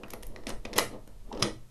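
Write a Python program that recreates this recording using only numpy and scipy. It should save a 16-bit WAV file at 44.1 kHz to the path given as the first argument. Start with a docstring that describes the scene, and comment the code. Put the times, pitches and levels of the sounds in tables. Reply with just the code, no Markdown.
"""On a table in a small room, someone adjusts the sliding metal leg of a small wheeled frame by hand.
A spring button ticks, a plastic clamp knocks, and the tube rubs and scrapes in its sleeve and twice
snaps home. These contacts make the tube and the frame ring, and the room adds a short echo.
Wheel and frame bump on the table. Behind it all lie a low rumble, a faint hum and hiss."""
import sys
import numpy as np
from scipy import signal
from scipy.fft import rfft, irfft
from scipy.io import wavfile
from scipy.ndimage import uniform_filter1d

SR = 44100
rng = np.random.default_rng(int(sys.argv[2]) if len(sys.argv) > 2 else 0)


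def put_to_file(sound):
    """Save the sound as 16-bit audio at rate SR, in the file named by the first command-line argument."""
    columns = np.atleast_2d(sound).T  # one column per channel
    safe = np.clip(columns, -1, 1)
    whole_steps = np.round(safe * 32767)
    wavfile.write(sys.argv[1], SR, whole_steps.astype(np.int16))


N = 74970
TIME = np.arange(N) / SR


def leg_snaps():
    """The leg snaps against its stop twice, each time in a few quick hits."""
    # each hit: (time [s], fade time [s], low [dB], middle [dB], high [dB], top [dB], very top [dB])
    hits = [(0.7806, 0.0023, -33, -26, -24, -17, -17.5), (0.7846, 0.0048, -28.5, -34.5, -19.5, -46, -54),
            (0.7932, 0.0024, -24, -22, -24.5, -29, -32), (1.4248, 0.0016, -27, -21.5, -15.5, -28, -34),
            (1.4285, 0.0026, -40, -51, -22, -25.5, -54)]
    return contacts(hits)


def button_clicks():
    """The spring button and the sleeve touch with small clicks."""
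    # each click: (time [s], low [dB], middle [dB], high [dB], top [dB], very top [dB])
    clicks = [(0.0338, -35, -37.5, -45.5, -66, -62), (0.082, -59, -46, -55, -73, -54),
              (0.1039, -67, -48.5, -43.5, -37.5, -39.5), (0.1347, -32.5, -38, -40, -48, -34.5),
              (0.226, -60, -51, -51.5, -45, -63), (0.2314, -43, -52, -42, -43, -42.5),
              (0.267, -51, -62, -55.5, -48.5, -40.5), (0.3608, -44, -43, -42, -77, -70),
              (0.4357, -63, -50, -52.5, -70, -76), (0.4688, -32.5, -47, -30.5, -36, -61),
              (0.4924, -48, -35.5, -63, -33.5, -42.5), (0.5018, -29.5, -47, -40, -49, -58),
              (0.6513, -42.5, -44, -41.5, -51, -64), (0.6542, -32.5, -46, -36, -68, -66),
              (0.731, -37.5, -39, -34, -45, -62), (0.736, -44, -41, -34, -52, -62),
              (1.075, -43.5, -50, -55.5, -52, -55), (1.3267, -56, -43, -39.5, -57.5, -71),
              (1.3486, -64, -62, -49, -69, -68), (1.374, -47, -44, -43, -77, -74)]
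    fade_s = 0.0024
    return contacts([(s, fade_s, *levels_db) for s, *levels_db in clicks])


def clamp_knocks():
    """The plastic clamp knocks hollowly: a short burst around one pitch."""
    # each knock: (time [s], pitch [Hz], level [dB], fade time [s], spread each way [share of pitch])
    knocks = [(0.0344, 2620, -39, 0.0035, 0.088), (0.1339, 2580, -38.5, 0.0034, 0.22),
              (0.2285, 2880, -63, 0.0011, 0.35), (0.3609, 2180, -35, 0.0014, 0.14),
              (0.467, 2410, -31, 0.0018, 0.2), (0.6501, 2450, -35, 0.0052, 0.17),
              (1.3135, 900, -32.5, 0.0032, 0.12)]
    out = np.zeros(N)
    for s, hz, db, fade_s, spread in knocks:
        add(out, s, from_db(db) * burst(fade_s, hz / (1 + spread), hz * (1 + spread)))
    return out


def tube_scrapes():
    """The tube scrapes in its sleeve: many tiny slips make short, bright strokes."""
    # each stroke: (start time [s], length [s], level [dB])
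    strokes = [(0.089, 0.071, -57.5), (0.468, 0.042, -42), (0.757, 0.028, -33), (1.393, 0.022, -46),
               (1.4202, 0.0087, -31.5)]
    # the bright tone of scraping: (pitch [Hz], relative level [dB])
    tone = [(300, 17), (900, 7.5), (2000, 8), (3500, 6), (6000, 4), (8000, -6), (10500, -1), (13500, -12)]
    loudness = np.zeros(N)
    for s, length_s, db in strokes:
        position = 2 * (TIME - s) / length_s - 1   # -1 at the stroke's start, +1 at its end
        loudness += from_db(db) * np.sqrt(np.maximum(1 - position ** 2, 0))
    return loudness * with_tone(slips(per_second=12000), tone)


def frame_rubbing():
    """Hands and leg rub on the frame: fewer slips, with a dull tone."""
    # how loud the rubbing is: (time [s], level [dB])
    loudness = [(0, -52), (0.05, -55), (0.16, -55), (0.25, -61.5), (0.33, -53), (0.44, -57), (0.52, -47),
                (0.6, -70), (0.68, -50), (0.82, -44), (0.885, -55), (0.945, -41), (1.0, -70), (1.1, -61),
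                (1.2, -79.5), (1.29, -56), (1.34, -42.5), (1.46, -38.5), (1.56, -67), (1.7, -85)]
    # the dull tone of rubbing: (pitch [Hz], relative level [dB])
    tone = [(80, -23), (170, -16.5), (220, 2), (400, -2), (650, -8.5), (1000, -15), (1600, -28.5),
            (4000, -33.5), (13000, -60)]
    return level_over_time(loudness) * with_tone(slips(per_second=1900), tone)


def hard_blows():
    """Metal hits metal: each blow is one sharp kick that reaches a ringing note a random moment late."""
    # each blow: (time [s], strength [dB])
    blows = [(0.135, -6.5), (0.2305, -12), (0.361, -16), (0.469, -10), (0.494, -13.5), (0.5025, -2.5),
             (0.651, -7), (0.7848, 18), (1.4248, 10.5)]
    latest_s = 0.0016
    out = np.zeros(N)
    for s, db in blows:
        add(out, s + latest_s * rng.random(), from_db([db]))
    return out


def tube_ringing(touches):
    """The tube rings most after hard blows; the strength of its notes changes as it slides out."""
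    # the tube's notes: (pitch [Hz], level slid in [dB], level slid out [dB], ring time [s])
    notes = [(934, -0.5, -1.5, 0.016), (1248, -1, 3.5, 0.01), (1916, 2.5, -7, 0.028), (2040, 4.5, -8, 0.27),
             (2924, -3.5, -19, 0.013), (3080, -8.5, -2, 0.029), (3593, -17, 5.5, 0.038),
             (4090, -4.5, -21, 0.027), (5032, -1.5, 12.5, 0.034), (5107, -14, 1, 0.25),
             (5470, -14.5, -1, 0.005), (6560, -7.5, -15, 0.0074), (9180, -27, -2, 0.022),
             (10060, -12, -11, 0.0097)]
    # when the tube slides out: (start [s], end [s])
    slide_s = [1.0, 1.3]
    light_push = from_db(-6.5) * touches   # lighter contacts ring it only weakly
    out = np.zeros(N)
    for hz, in_db, out_db, ring_s in notes:
        strength = from_db(np.interp(TIME, slide_s, [in_db, out_db]))
        out += resonance((light_push + hard_blows()) * strength, hz, ring_s)
    return out


def ringing_metal(touches):
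    """The contacts are heard together with the ringing of tube and frame, with some pitches weakened."""
    # the frame's notes: (pitch [Hz], level above the direct sound [dB], ring time [s])
    frame_notes = [(116.3, 10, 0.465), (209.3, 7, 0.28), (320, -5.5, 0.21), (381, -5.5, 0.33),
                   (484.5, 0.5, 0.098), (572, -7, 0.023), (672, 0, 0.083)]
    # pitches the tube hardly gives off: (pitch [Hz], depth of the dip [0-1], width [Hz])
    dips = [(737, 0.54, 67), (1415, 0.41, 500), (4620, 0.62, 170), (7560, 0.3, 920)]
    frame = sum(from_db(db) * resonance(touches, hz, ring_s) for hz, db, ring_s in frame_notes)
    out = touches + tube_ringing(touches) + frame
    for hz, depth, width_hz in dips:
        ring_s = np.log(1000) / (np.pi * width_hz)
        out = out - depth * resonance(out, hz, ring_s)
    return out


def wheel_bumps():
    """Wheel and frame bump on the table: soft thuds, each dying away at its own pitch."""
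    # each bump: (time [s], pitch [Hz], level [dB], fade time [s])
    bumps = [(0.467, 262.5, -34.5, 0.016), (0.652, 244, -28.5, 0.0045), (0.782, 410, -11.5, 0.003),
             (0.812, 483, -30, 0.026), (0.833, 117.9, -45, 0.07), (1.422, 126.4, -29, 0.029),
             (1.43, 209.3, -25.5, 0.023), (1.439, 342, -27.5, 0.02), (1.559, 115.5, -41.5, 0.032)]
    rise_s = 0.0019
    out = np.zeros(N)
    for s, hz, db, fade_s in bumps:
        loudness = (1 - np.exp(-TIME / rise_s)) * np.exp(-TIME / fade_s)
        add(out, s, from_db(db) * loudness * np.sin(2 * np.pi * hz * TIME))
    return out


def room_echo(x):
    """The room answers with a short, blurred echo that lasts longest in the bass."""
    # the tone of the echo: (pitch [Hz], level [dB])
    tone = [(100, 0), (300, -1.5), (520, 3.5), (900, 3), (2000, 3), (3300, -4), (7500, -3), (11000, -1),
            (14000, -17)]
    # how long the echo lasts: (pitch [Hz], time to fall by 60 dB [s])
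    ring_times = [(100, 0.53), (500, 0.22), (1500, 0.24), (5000, 0.26), (13000, 0.22)]
    delay_s, smooth_hz = 0.0046, 80
    t = TIME[:SR // 2]
    edges_hz = np.geomspace(60, 16000, 10)
    echo = np.zeros(len(t))
    for low, high in zip(edges_hz, edges_hz[1:]):
        ring_s = at_pitch(ring_times, np.sqrt(low * high))
        echo += band(rng.standard_normal(len(t)), low, high) * from_db(-60 * t / ring_s)
    fade_in = np.clip(t / delay_s - 1, 0, 1)
    spectrum = rfft(echo * fade_in, SR)   # one value per Hz
    power = uniform_filter1d(np.abs(spectrum) ** 2, smooth_hz)
    even = spectrum / np.sqrt(power + 1e-3 * power.mean())
    shaped = even * from_db(at_pitch(tone, np.arange(len(power))))
    return signal.fftconvolve(x, irfft(shaped, SR)[:len(t)])[:N]


def background():
    """A low rumble swells and sinks under steady hiss and a faint electric hum."""
    # how loud the rumble is: (time [s], level [dB])
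    rumble_loudness = [(0, -44), (0.2, -46), (0.26, -31.5), (0.34, -42), (0.55, -37), (0.75, -42),
                       (1.05, -47.5), (1.25, -40), (1.7, -47)]
    # the tones of rumble and hiss: (pitch [Hz], relative level [dB])
    rumble_tone = [(12, -4), (20, -9), (30, -10), (45, -18.5), (75, -27.5), (130, -39), (400, -68)]
    hiss_tone = [(40, -5.5), (100, 11), (300, -12), (900, -14), (1600, -20.5), (4500, -22), (13000, -25)]
    hiss_db, hum_hz, hum_db = -58.5, 123.9, -63
    rumble = level_over_time(rumble_loudness) * with_tone(rng.standard_normal(N), rumble_tone)
    hiss = from_db(hiss_db) * with_tone(rng.standard_normal(N), hiss_tone)
    hum = from_db(hum_db) * np.sin(2 * np.pi * hum_hz * TIME)
    return rumble + hiss + hum


def contacts(rows):
    """Each contact is a burst with its own strength in five pitch ranges."""
    # borders of the low, middle, high, top and very top ranges: (pitch [Hz])
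    edges_hz = [185, 750, 1800, 5800, 10400, 13800]
    out = np.zeros(N)
    for s, fade_s, *levels_db in rows:
        for db, low_hz, high_hz in zip(levels_db, edges_hz, edges_hz[1:]):
            add(out, s, from_db(db) * burst(fade_s, low_hz, high_hz))
    return out


def burst(fade_s, low_hz, high_hz, rise_s=0.00039):
    """Two touching parts chatter and die away, within one pitch range."""
    t = TIME[:8192]
    loudness = np.minimum(t / rise_s, 1) * np.exp(-t / fade_s)
    chatter = rng.choice([-1, 1], len(t)) * loudness
    for _ in range(4):   # even out the pitches, then put the fade back
        even = irfft(np.exp(1j * np.angle(rfft(chatter))))
        chatter = np.sign(even) * loudness
    return unit_level(band(chatter, low_hz, high_hz)) * np.sqrt(np.mean(loudness ** 2))


def slips(per_second, spread_db=1):
    """Rubbing surfaces slip at random moments, in tiny jumps of uneven size."""
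    sizes = from_db(spread_db * np.minimum(rng.exponential(1, N), 4))
    directions = rng.choice([-1, 1], N)
    return sizes * directions * (rng.random(N) < per_second / SR)


def resonance(x, hz, ring_s):
    """One ringing note, set off by x, that falls by 60 dB in ring_s seconds."""
    r = from_db(-60 / (ring_s * SR))   # share of the swing left after one sample
    feedback = [1, -2 * r * np.cos(2 * np.pi * hz / SR), r * r]
    return (1 - r * r) / 2 * signal.lfilter([1, 0, -1], feedback, x + 1e-18)


def from_db(db):
    """Turn decibels into a number to multiply by."""
    return 10 ** (np.asarray(db) / 20)


def unit_level(x):
    """Scale a sound to an average (rms) level of 1."""
    return x / np.sqrt(np.mean(x ** 2) + 1e-20)


def at_pitch(rows, hz):
    """Read between the rows of a pitch table, giving each octave equal room."""
    pitches, values = np.transpose(rows)
    return np.interp(np.log(np.maximum(hz, 1)), np.log(pitches), values)


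def level_over_time(rows):
    """Join (time [s], level [dB]) points into a loudness curve."""
    return from_db(np.interp(TIME, *np.transpose(rows)))


def band(x, low_hz, high_hz):
    """Keep the pitches between two limits."""
    return signal.sosfilt(signal.butter(3, [low_hz, high_hz], "band", fs=SR, output="sos"), x)


def with_tone(x, tone):
    """Give a steady sound a balance of bass and treble, at an average level of 1."""
    gains = from_db(at_pitch(tone, np.fft.rfftfreq(N, 1 / SR)))
    return unit_level(irfft(rfft(x) * gains, N))


def add(out, s, x):
    """Mix a short sound in at s seconds."""
    i = int(s * SR)
    out[i:i + len(x)] += x[:N - i]


def scene():
    """The contacts and their echo ring the metal; bumps and background are mixed in."""
    snaps, clicks, knocks = leg_snaps(), button_clicks(), clamp_knocks()
    friction = tube_scrapes() + frame_rubbing()
    echo = room_echo(from_db(-3.5) * snaps + from_db(-5.5) * clicks
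                     + from_db(-17) * knocks + from_db(-4.5) * friction)
    metal = ringing_metal(snaps + clicks + knocks + friction + echo)
    return (metal + wheel_bumps() + background())[None]


def record(dry):
    """The highest treble is cut off steeply."""
    cutoff_hz = 13200
    return signal.sosfilt(signal.ellip(10, .3, 80, cutoff_hz, fs=SR, output="sos"), dry)


dry = scene()
out = record(dry)
put_to_file(out)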